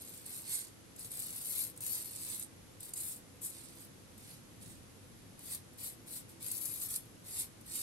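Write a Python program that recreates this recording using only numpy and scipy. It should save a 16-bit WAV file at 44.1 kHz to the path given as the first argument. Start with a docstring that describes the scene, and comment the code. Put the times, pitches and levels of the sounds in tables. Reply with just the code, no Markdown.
"""A metal safety razor is drawn through stubble in short strokes in a small tiled bathroom.
In each stroke the blade lands, bites, is pulled with rising or easing pressure and lifts off.
It snaps hairs in quick clumps over a soft rasp of skin, and now and then snags on a stiff one.
Near walls throw the crackle back; a low room hum and a faint microphone hiss lie underneath."""
import sys
import numpy as np
from scipy import signal
from scipy.fft import rfft, irfft
from scipy.io import wavfile
from scipy.ndimage import uniform_filter1d

SR = 44100
rng = np.random.default_rng(int(sys.argv[2]) if len(sys.argv) > 2 else 0)


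def transcribe(u):
    """Save the signal u as a 16-bit wav file named by the first command-line argument.

    u: samples, shape (n,) or (channels, n), limited to [-1, 1]; the rate is SR.
    q: integer samples, one column per channel.
    """
    v = np.clip(np.atleast_2d(u).T, -1, 1)
    q = np.round(v * 32767).astype(np.int16)
    wavfile.write(sys.argv[1], SR, q)


N = 344862
TIME = np.arange(N) / SR
FREQS_HZ = np.fft.rfftfreq(N, 1 / SR)
TOP_HZ, BACKGROUND_TOP_HZ = 15800, 12100  # treble limits: whole sound; hiss and late echo


def gain_of(db):
    """Turns decibels into a number to multiply a sound by."""
    return 10 ** (np.asarray(db) / 20)


def unit_level(x):
    """Scales each channel to an average power of 1."""
    return x / np.sqrt(np.mean(x ** 2, axis=-1, keepdims=True) + 1e-20)


def curve_at(points, hz, column=1):
    """Reads between the rows of a frequency table, giving each octave equal room."""
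    table = np.transpose(points)
    return np.interp(np.log(hz + 1), np.log(table[0] + 1), table[column])


def convolve(x, taps):
    """Filters every channel and keeps the scene's length."""
    return signal.oaconvolve(np.atleast_2d(x), np.atleast_2d(taps), axes=1)[:, :N]


def low_pass(x, edge_hz):
    """Cuts off the treble above edge_hz."""
    taps = signal.firwin(511, edge_hz, window=("kaiser", 9), fs=SR)
    return signal.oaconvolve(x, taps[None], "same")


def room_tone(air_db=-56, rumble_below_hz=260):
    """The still room: a slowly swelling rumble, a wavering hum, a thin whine and microphone hiss."""
    # Tone of the rumble and hiss. Each row: frequency in Hz, relative level in dB.
    air_tone = [(20, -16), (45, -6), (68, -8), (98, 0), (135, -2.5), (260, -4), (400, -10), (510, -9.5),
                (620, -15), (1500, -19), (4000, -22), (8000, -23.5), (11500, -20.5), (12000, -24)]
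    # How alike left and right are. Each row: frequency in Hz, likeness from 0 to 1.
    air_likeness = [(25, 0.036), (100, 0.84), (250, 0.39), (600, 0.15), (1500, 0), (10000, 0.026)]
    # Room hum and electronic whine. Each row: pitch in Hz, width in Hz, level in dB before the swell.
    hums = [(90.5, 12, -76), (109.1, 10, -70.5), (276, 4, -73), (334.4, 5, -72.5), (495.3, 12, -76),
            (6120, 120, -81), (11600, 230, -77)]
    # The rumble's swell. Each row: time in seconds, level in dB (only its rise and fall count).
    swell = [(0.0, -62.5), (2.6, -60.5), (4.5, -60), (4.68, -55), (4.92, -59), (5.7, -60), (6.7, -59.5),
             (7.82, -61)]
    left, other = rfft(rng.standard_normal((2, N)))
    alike = curve_at(air_likeness, FREQS_HZ)
    noise = np.array([left, alike * left + np.sqrt(1 - alike ** 2) * other])
    air = irfft(noise * gain_of(curve_at(air_tone, FREQS_HZ)), N)
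    out = gain_of(air_db) * unit_level(air)
    for pitch_hz, width_hz, db in hums:  # a narrow band of noise sounds like a wavering tone
        hum = irfft(1j * noise / (1 + (2 * (FREQS_HZ - pitch_hz) / width_hz) ** 2), N)
        out += gain_of(db) * unit_level(hum)
    swell_db = np.interp(TIME, *np.transpose(swell))
    rumble = irfft(rfft(out) / (1 + (FREQS_HZ / rumble_below_hz) ** 4), N)
    out += rumble * (gain_of(swell_db - swell_db.mean()) - 1)
    return low_pass(out, BACKGROUND_TOP_HZ)


def far_walls(x, level_db=-15.5, fade_s=0.21):
    """The faint late echo of the whole room; the highest treble does not carry."""
    t = TIME[:SR // 2]
    tail = rng.standard_normal((2, len(t))) * gain_of(-60 * t / fade_s) * (t > .01)
    tail /= np.linalg.norm(tail, axis=1, keepdims=True)
    return gain_of(level_db) * low_pass(convolve(x, tail), BACKGROUND_TOP_HZ)


def near_walls(tail_db=2.5, fade_s=0.055, left_lag_s=.00017, delay_spread=.04):
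    """How a click arrives from one spot: directly, off the nearest surfaces, then off many tiles."""
    # Nearest surfaces. Each row: delay in seconds, left and right level in dB against the direct sound.
    echoes = [(.0018, 3, -30), (.00205, -7, -12), (.00235, -14, -9), (.0079, -30, -14)]
    t = TIME[:SR // 7]
    tail = rng.standard_normal((2, len(t))) * (rng.random((2, len(t))) < 6000 / SR)
    tail *= gain_of(-60 * t / fade_s) * (t > .0006)
    paths = gain_of(tail_db) * tail / np.linalg.norm(tail, axis=1, keepdims=True)
    paths[1, 0] += 1  # the direct sound reaches the right side first
    paths[0, round(left_lag_s * SR * (1 + delay_spread * rng.uniform(-1, 1)))] += 1
    for delay_s, left_db, right_db in echoes:
        at = np.round(delay_s * SR * (1 + delay_spread * rng.uniform(-1, 1, 2))).astype(int)
        paths[[0, 1], at] += gain_of([left_db, right_db]) * rng.choice([-1, 1], 2)
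    return paths


def click_with_tone(tone, column, pitch_ratio, size=2048):
    """A short click with the tone given in a table, moved up or down by pitch_ratio."""
    hz = np.fft.rfftfreq(size, 1 / SR) / pitch_ratio
    cepstrum = irfft(np.log(gain_of(curve_at(tone, hz, column))))
    # Folding the second half onto the first keeps the tone and packs the energy at the click's start.
    cepstrum[1:size // 2] *= 2
    cepstrum[size // 2 + 1:] = 0
    return irfft(np.exp(rfft(cepstrum)))


def from_moving_hand(x, tone, step_s, pitch_drift=0.):
    """Gives a sound its tone and near echoes, fading to a new spot every step_s as the hand moves."""
    out, hop = np.zeros((2, N)), round(step_s * SR)
    for centre in range(0, N + hop, hop):
        at = np.arange(max(centre - hop, 0), min(centre + hop, N))
        piece = x[at] * np.cos(np.pi / 2 * (at - centre) / hop)
        pitch_ratio = np.exp(pitch_drift * rng.uniform(-1, 1))
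        clicks = [click_with_tone(tone, column, pitch_ratio) for column in range(1, len(tone[0]))]
        response = signal.fftconvolve(np.array(clicks), near_walls(), axes=1)
        response /= np.linalg.norm(response, axis=1, keepdims=True)
        if len(at):
            sound = signal.fftconvolve(piece[None], response, axes=1)
            part = out[:, at[0]:at[0] + sound.shape[1]]
            part += sound[:, :part.shape[1]]
    return out


def hand_strokes(ordinary_db=-44.5, ordinary_bite_s=0.0095, lift_fall_db=21.5, rasp_follow=0.69):
    """The blade bites, is pulled and lifts off; gives the five curves that steer the razor's sound."""
    # Each row: start, pull length and lift-off length in seconds; crackle at the start and end of the
    # pull, rasp offset, lean to the left and ring of the razor's head in dB; coarseness from 0 to 1.
    # razor() raises both levels a little and uses only part of the lean.
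    strokes = [ (-0.02, 0.18, 0.25, -56.5, -55.5, -12.5, 6, 3, 0.98),
               (0.24, 0.12, 0.15, -55, -47.5, -12.5, 4, 2, .8),
               (0.419, 0.11, 0.2, -62.5, -39.5, -9.5, -2, 3, 0.37),
               (0.973, 0.078, 0.11, -50.5, -49.5, -15.5, 8, -0.5, 1),
               (1.099, 0.14, 0.22, -49.5, -44.5, -13.5, 9, 0, 1),
               (1.27, 0.17, 0.13, -50.5, -45, -16, 7, -2, 1),
               (1.441, 0.17, 0.13, -46.5, -37.3, -15, 14, -1, 1),
               (1.803, 0.14, 0.25, -47, -39, -14, 12, -0.5, 0.8),
               (2.04, 0.3, .11, -54.5, -42, -14, 5, 0, 0.56),
               (2.356, 0.065, 0.061, -61.5, -47.5, -15, -1, 3, 0.5),
               (2.795, 0.096, 0.063, -53.5, -53, -15, 10, 1, 1),
               (2.95, 0.16, 0.125, -44, -46, -18, 8, 1, 0.6),
               (3.405, 0.043, 0.11, -58, -41.3, -20.5, 11, 2, .7),
               (3.5, 0.13, 0.31, -58, -58.5, -10.5, -7, 3.5, 0.33),
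               (3.74, 0.084, 0.093, -63, -56, -14.5, -3, -0.5, .4),
               (4.17, 0.16, 0.097, -67, -57.5, -9.5, -4, 0, 0.45),
               (4.597, 0.12, 0.15, -58.5, -60.5, -13.5, -7, 0.5, 0.5),
               (5.372, 0.16, 0.082, -65.5, -41.5, -12, 8, -1.5, 0.62),
               (5.771, 0.086, .12, -55, -43.8, -12.5, 12, -.5, 0.1),
               (6.056, 0.11, 0.083, -57.5, -46.5, -13, 7, 0, .35),
               (6.28, 0.019, 0.073, -52.5, -59.5, -15, -1, -2, 0.4),
               (6.392, 0.08, 0.19, -58.5, -44.5, -11.5, 12, 1.5, 0.75),
               (6.5, 0.063, 0.091, -49, -41.5, -17.5, 17, -2.5, 0.85),
               (6.6, 0.16, 0.38, -42.5, -45, -16.5, 13, -3.5, 0.98),
               (6.804, 0.04, 0.13, -38.5, -43, -16.5, 14, -3.5, 0.67),
               (6.881, 0.07, 0.072, -44.5, -41, -15.5, 6, -1, 0.9),
               (7.235, 0.17, 0.08, -59.5, -39.5, -11.5, 6, 1.5, 0.44),
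               (7.645, 0.11, 0.43, -61.5, -41, -13.5, 2, 1, 0.42), ]
    crackle_power, rasp_power = np.zeros((2, N))
    blend = np.zeros((3, N))
    for start, pull_s, lift_s, first_db, last_db, skin_db, left_db, head_db, coarse in strokes:
        on = (TIME > start) & (TIME < start + pull_s + lift_s)
        t = TIME[on] - start
        bite_s = ordinary_bite_s * 2 ** ((ordinary_db - first_db) / 17)  # a light touch bites slowly
        pull = np.minimum(t / pull_s, 1) ** 0.92
        lift = np.clip((t - pull_s) / lift_s, 0, 1) ** 1.09
        contact = np.minimum(t / bite_s, 1) * (1 - lift ** 2)
        level_db = first_db + (last_db - first_db) * pull - lift_fall_db * lift
        power = (contact * gain_of(level_db)) ** 2
        crackle_power[on] += power
        # The rasp follows pressure less than the crackle does.
        rasp_db = ordinary_db + rasp_follow * (level_db - ordinary_db) + skin_db
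        rasp_power[on] += (contact * gain_of(rasp_db)) ** 2
        blend[:, on] += np.outer([left_db, head_db, coarse], power)
    lean_db, ring_db, coarseness = blend / (crackle_power + 1e-20)  # the louder stroke counts more
    return np.sqrt(crackle_power), np.sqrt(rasp_power), lean_db, ring_db, coarseness


def blade_slips(rate_hz=85, width_hz=52):
    """The blade slips in an uneven flutter around rate_hz."""
    noise = rfft(rng.standard_normal(N))
    return unit_level(irfft(noise / (1 + ((FREQS_HZ - rate_hz) / width_hz) ** 2), N))


def steady_pace(x, window_samples=1700):
    """Slips bunch the cuts, but the hand keeps its pace: the level evens out over a few slips."""
    power = uniform_filter1d(uniform_filter1d(x ** 2, window_samples), window_samples)
    return x / np.sqrt(power + 1e-3)


def head_ring(x, ring_db, pitch_hz=8200, width_hz=2600):
    """The razor's head rings more or less, with the angle and the grip."""
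    band = irfft(rfft(x) / (1 + (2 * (FREQS_HZ - pitch_hz) / width_hz) ** 4), N)
    return x + band * (gain_of(ring_db) - 1)


def snags(rise_s=0.0011, trim_db=-7):
    """The blade catches: a few hairs give way together in a crack a few milliseconds long."""
    # The blade lands or meets a stiff hair. Each row: time of the peak in seconds, relative level in dB.
    catches = [(0.02, -36), (0.176, -36.5), (0.262, -36), (0.4205, -38), (0.494, -29), (0.9622, -37),
               (0.993, -35), (1.046, -32), (1.056, -34), (1.116, -28.5), (1.1917, -30), (1.2, -29),
               (1.3624, -31), (1.449, -27), (1.605, -30), (1.7624, -41), (1.7754, -33.5), (1.8062, -30.5),
               (1.8642, -24), (2.160, -29), (2.287, -34.5), (2.3965, -29), (2.426, -29), (2.806, -31.5),
               (2.83, -33), (2.8554, -39), (2.9368, -26), (2.9743, -32), (3.0086, -29), (3.4176, -40),
               (4.1794, -42.5), (5.3921, -41.5), (5.548, -28), (5.7324, -47), (5.7833, -42), (6.108, -38),
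               (6.4272, -33), (6.5153, -22.5), (6.578, -27), (6.655, -23.5), (6.7394, -31), (6.818, -28),
               (6.8597, -34), (6.9606, -20.5), (7.391, -28), (7.6106, -45)]
    out, t = np.zeros(N), TIME[:SR // 60]
    for peak_s, db in catches:
        crack = rng.standard_normal(len(t)) * t / rise_s * np.exp(1 - t / rise_s)
        part = out[round((peak_s - rise_s) * SR):][:len(t)]
        part += gain_of(db + trim_db) * crack[:len(part)]
    return out


def hair_snaps(per_s, spread_db=2.5, pitch_count=8, width_hz=2270):
    """Hairs snap at random, a few of them loudly; each rings very briefly at one of several pitches."""
    sizes = gain_of(spread_db * np.minimum(rng.exponential(1, N), 4)) * rng.choice([-1, 1], N)
    snaps = sizes * (rng.random(N) < per_s / SR) / np.sqrt(per_s)
    pitch_index = rng.integers(0, pitch_count, N)
    out, t = np.zeros(N), TIME[:SR // 300]
    for k, hz in enumerate(np.linspace(0, TOP_HZ, pitch_count)):
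        click = np.exp(-np.pi * width_hz * t) * np.cos(2 * np.pi * hz * t)
        click[0] += .6  # the break itself is a broad tick
        out += convolve(snaps * (pitch_index == k), click)[0]
    return unit_level(out)


def razor(crackle_db=1.84, rasp_db=2.5, hairs_per_s=1700, clump_db=1.0, lean_share=0.36):
    """The blade cuts hair and drags on skin: coarse stubble goes in clumps, short in a dense rasp."""
    # Tone of the crackle as heard, with a sharp treble cut at 12 kHz: left drops, right goes silent.
    # Each row: frequency in Hz, left and right in dB (each side's shape only).
    crackle_tone = [(2000, -34, -32), (3200, -31, -29), (3900, -22, -19.5), (5700, -22, -19),
                    (6500, -19.5, -14.5), (7300, -12, -10), (8000, -10, -4.8), (8900, -9.5, -2.3),
                    (9700, -8, -5.5), (10500, -5, -9.5), (11300, -1.7, -8.5), (11650, 0.5, -9),
                    (11990, 5, -9.5), (12130, -13, -36), (12700, -14, -45), (13500, -10.5, -50),
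                    (15800, -17, -50)]
    # Tone of the blade dragging on skin. Each row: frequency in Hz, relative level in dB.
    rasp_tone = [(300, -13), (1000, -11), (1600, -8.5), (2150, 1), (2700, 0), (3150, -1.5), (3700, 4.5),
                 (4400, 5.5), (4900, 5), (5700, 1), (6200, 2), (7500, 0), (11000, -25)]
    crackle_gain, rasp_gain, lean_db, ring_db, coarseness = hand_strokes()
    effort = np.clip(crackle_gain / gain_of(-46.5), .1, 4) ** .6  # harder strokes cut more hairs
    cuts = hair_snaps(hairs_per_s * 2.6 ** (1 - coarseness) * effort)
    clumps = gain_of(clump_db * coarseness * np.clip(blade_slips(), -2, 2))
    # The added noise is steel sliding on lather; it fills the gaps between snaps.
    crackle = steady_pace(clumps * (cuts + .22 * rng.standard_normal(N)))
    rasp = steady_pace(clumps * (cuts + .8 * rng.standard_normal(N)))
    blade = head_ring(gain_of(crackle_db) * crackle_gain * crackle + snags(), ring_db)
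    blade = from_moving_hand(blade, crackle_tone, step_s=.16)
    blade *= gain_of(lean_share * np.array([lean_db, -lean_db]) / 2)
    # The rasp's tone wanders as the blade's angle and the skin's tension change.
    skin = from_moving_hand(gain_of(rasp_db) * rasp_gain * rasp, rasp_tone, step_s=.05, pitch_drift=.06)
    return blade + skin * gain_of([[0.1], [-0.1]])


def scene():
    """The razor and its echo over the still room."""
    shave = razor()
    return shave + far_walls(shave) + room_tone()


def record(dry):
    """Takes off the very highest treble."""
    return low_pass(dry, TOP_HZ)


dry = scene()
out = record(dry)
transcribe(out)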